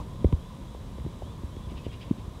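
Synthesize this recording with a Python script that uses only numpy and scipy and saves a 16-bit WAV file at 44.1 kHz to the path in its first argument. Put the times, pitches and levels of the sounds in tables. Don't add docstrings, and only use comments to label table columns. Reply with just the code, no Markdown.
import sys
import numpy as np
from scipy import signal
from scipy.fft import rfft, irfft
from scipy.io import wavfile

SR = 44100
rng = np.random.default_rng(int(sys.argv[2]) if len(sys.argv) > 2 else 0)


def wrap_up_sound(samples):
    columns = np.atleast_2d(samples).T
    tamed = np.clip(columns, -1, 1)
    steps = np.round(tamed * 32767).astype(np.int16)
    wavfile.write(sys.argv[1], SR, steps)


N = 105840
TIME = np.arange(N) / SR

# frequency_hz, density_db
ENGINE_COLOUR = [(12, -29), (28, -4.5), (60, 3), (120, -2), (200, -6), (300, -14.5), (420, -17.5),
                 (570, -18), (780, -26.5), (1500, -49), (4000, -74)]
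TYRE_COLOUR = [(500, -14), (800, -7.5), (1020, 5.5), (1120, -2.5), (1230, -2.5), (1350, -22), (2200, -23)]
AIR_COLOUR = [(300, -16), (1400, 3), (2000, 0), (2700, -2), (3300, 3), (3850, 2), (4100, -4.5), (8000, -7),
              (11500, -11.5), (15500, -19)]
# time_s, gain_db
TRAFFIC_RIDE = [(0, 14.5), (.04, 0), (.2, 1), (.8, -0.5), (1.6, 0.5), (2.4, 0)]
# pitch_hz, rms_db
WHINE_PARTIALS = [(3941, -73.5), (7882, -88)]
# start_s, length_s, start_hz, middle_hz, end_hz, level_db
SONG_SLURS = [(0.075, 0.14, 3100, 3500, 3620, -73), (0.275, 0.033, 3350, 3560, 3680, -64),
              (0.382, 0.094, 3080, 3370, 3540, -60.5), (.665, 0.054, 3150, 3330, 3500, -62),
              (1.22, 0.13, 2850, 3405, 3650, -59.5), (1.506, 0.12, 2950, 3380, 3100, -62.5),
              (1.614, 0.064, 3320, 3440, 3070, -58), (1.772, .05, 2600, 2560, 2600, -57),
              (1.893, 0.035, 3350, 3230, 3200, -55.5)]
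# delay_s, gain_db
HOUSE_ECHOES = [(0.033, -13.5), (.057, -22.5), (.094, -18)]
# start_s, push_db, push_hz, push_width_cycles, boom_db, clack_db, tick_db
PECKS = [(0.2441, -6.5, 318, 0.37, -13, -35, -32.5), (0.3248, -14.5, 156, 0.57, -16, -27.5, -37),
         (0.7470, -31, 455, 0.44, -38, -38, -53), (0.982, -34.5, 278, 0.57, -31.5, -40, -47),
         (0.999, -31, 150, 0.56, -34, -51, -47), (1.0470, -24.5, 160, 0.61, -30, -40.5, -53),
         (1.0620, -24, 255, 0.49, -33.5, -44, -45), (1.2203, -30.5, 388, 0.58, -31, -37, -61),
         (1.433, -31, 238, 0.48, -28, -43, -57), (1.565, -27, 220, 0.36, -32.5, -51, -52),
         (1.6660, -31, 162, 0.52, -30, -56, -52), (1.718, -30, 289, 0.4, -50, -56, -64),
         (1.8634, -19.5, 253, 0.27, -35, -44, -60), (2.1089, -10.5, 219, 0.57, -55, -36, -64),
         (2.182, -31.5, 199, 0.49, -46, -63, -65), (2.2680, -62, 117, .6, -31, -47.5, -66)]
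# pitch_hz, gain_db, rise_s
CAR_MODES = [(66.3, 3, 0.0087), (169.5, -9, 0.0059), (275, -22, 0.0059), (72.7, -27, .035)]
# frequency_hz, density_db
CLACK_COLOUR = [(200, 0), (420, 6.5), (560, 5), (760, -8.5), (1000, -0.5), (1400, -29.5), (3000, -47)]
TICK_COLOUR = [(700, 5.5), (1400, -14), (1950, -4), (2500, -8), (3200, -8), (4300, -20), (9000, -38)]
# centre_s, level_db
CHATTER_NOTES = [(1.708, -56), (1.781, -53), (1.857, -52), (1.937, -51.5), (2.025, -50.5), (2.10, -60.5),
                 (2.19, -59.5)]
# frequency_hz, density_db
THROAT_COLOUR = [(1200, -28), (1900, -8.5), (2300, -2), (2900, -0.5), (3600, -5), (4200, -14), (5000, -11),
                 (5800, -22), (9000, -38)]


def from_db(db):
    return 10 ** (np.asarray(db) / 20)


def unit_rms(x):
    return x / np.sqrt(np.mean(x ** 2) + 1e-20)


def noise(colour):
    hz, db = np.transpose(colour)
    bins = np.maximum(np.arange(N // 2 + 1) * SR / N, 1)
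    gain = from_db(np.interp(np.log(bins), np.log(hz), db))
    gain /= np.sqrt(1 + (bins / (2 * hz[-1])) ** 4)
    return unit_rms(irfft(rfft(rng.standard_normal(N)) * gain, N))


def drift(rate_hz):
    pole = np.exp(-2 * np.pi * rate_hz / SR)
    wander = signal.lfilter([1], [1, -2 * pole, pole * pole], rng.standard_normal(2 * N))
    return unit_rms(wander[N:])


def swell(age, rise_s):
    u = np.clip(age / rise_s, 0, 60)
    return u * np.exp(1 - u)


def burst(grain, envelope):
    return unit_rms(grain * envelope) * np.sqrt(np.mean(envelope ** 2))


def traffic(engine_db=-40, tyre_db=-56, engine_sway_db=1, tyre_sway_db=0.83):
    engines = noise(ENGINE_COLOUR) * from_db(engine_db + engine_sway_db * drift(rate_hz=3.6))
    tyres = noise(TYRE_COLOUR) * from_db(tyre_db + tyre_sway_db * drift(rate_hz=16))
    ride_db = np.interp(TIME, *np.transpose(TRAFFIC_RIDE))
    return (engines + tyres) * from_db(ride_db)


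def air(level_db=-59):
    return noise(AIR_COLOUR) * from_db(level_db)


def whine():
    return sum(from_db(db) * np.sqrt(2) * np.sin(2 * np.pi * hz * TIME) for hz, db in WHINE_PARTIALS)


def songbird(waver_db=1.0):
    song = np.zeros(N)
    for start_s, length_s, start_hz, middle_hz, end_hz, db in SONG_SLURS:
        progress = np.clip((TIME - start_s) / length_s, 0, 1)
        bend = np.polyfit([0, .5, 1], [start_hz, middle_hz, end_hz], 2)
        pitch_hz = np.polyval(bend, progress)
        envelope = np.sqrt(np.abs(np.sin(np.pi * progress)))
        song += from_db(db) * envelope * np.sin(2 * np.pi * np.cumsum(pitch_hz) / SR)
    return song * from_db(waver_db * drift(rate_hz=25))


def slapback(direct):
    return direct + sum(from_db(db) * np.interp(TIME - delay_s, TIME, direct, left=0)
                        for delay_s, db in HOUSE_ECHOES)


def swan_pecks(push_lag_cycles=0.91, body_lag_s=0.0034, low_cut_hz=31):
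    knocks = np.zeros(N)
    clack_noise, tick_noise = noise(CLACK_COLOUR), noise(TICK_COLOUR)
    for start_s, push_db, push_hz, push_width_cycles, boom_db, clack_db, tick_db in PECKS:
        near = (TIME > start_s - .02) & (TIME < start_s + .15)
        age = TIME[near] - start_s
        tick = burst(tick_noise[near], swell(age, rise_s=0.00088))
        clack = burst(clack_noise[near], swell(age, rise_s=0.0021))
        cycles = age * push_hz - push_lag_cycles
        push = -np.cos(2 * np.pi * cycles) * np.exp(-(cycles / push_width_cycles) ** 2)
        body_age = age - body_lag_s
        boom = sum(from_db(db) * swell(body_age, rise_s) ** 2 * np.sin(2 * np.pi * hz * body_age)
                   for hz, db, rise_s in CAR_MODES)
        knocks[near] += (from_db(tick_db) * tick + from_db(clack_db) * clack
                         + from_db(push_db) * push + from_db(boom_db) * boom)
    return signal.sosfilt(signal.butter(2, low_cut_hz, "high", fs=SR, output="sos"), knocks)


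def bird_chatter(half_width_s=0.02, rasp_hz=326, rasp_depth=0.25, rasp_wander=0.103):
    notes = sum(from_db(db) * np.exp(-((TIME - centre_s) / half_width_s) ** 2)
                for centre_s, db in CHATTER_NOTES)
    tremolo_hz = rasp_hz * (1 + rasp_wander * drift(rate_hz=30))
    rasp = 1 + rasp_depth * np.sin(2 * np.pi * np.cumsum(tremolo_hz) / SR)
    return notes * unit_rms(rasp * noise(THROAT_COLOUR))


def scene():
    pecks = swan_pecks()
    birds = slapback(songbird() + bird_chatter())
    bed = traffic() + air() + whine()
    return (pecks + birds + bed)[None]


def record(dry):
    high_cut_hz = 15700
    return signal.sosfilt(signal.ellip(12, .1, 90, high_cut_hz, fs=SR, output="sos"), dry)


dry = scene()
out = record(dry)
wrap_up_sound(out)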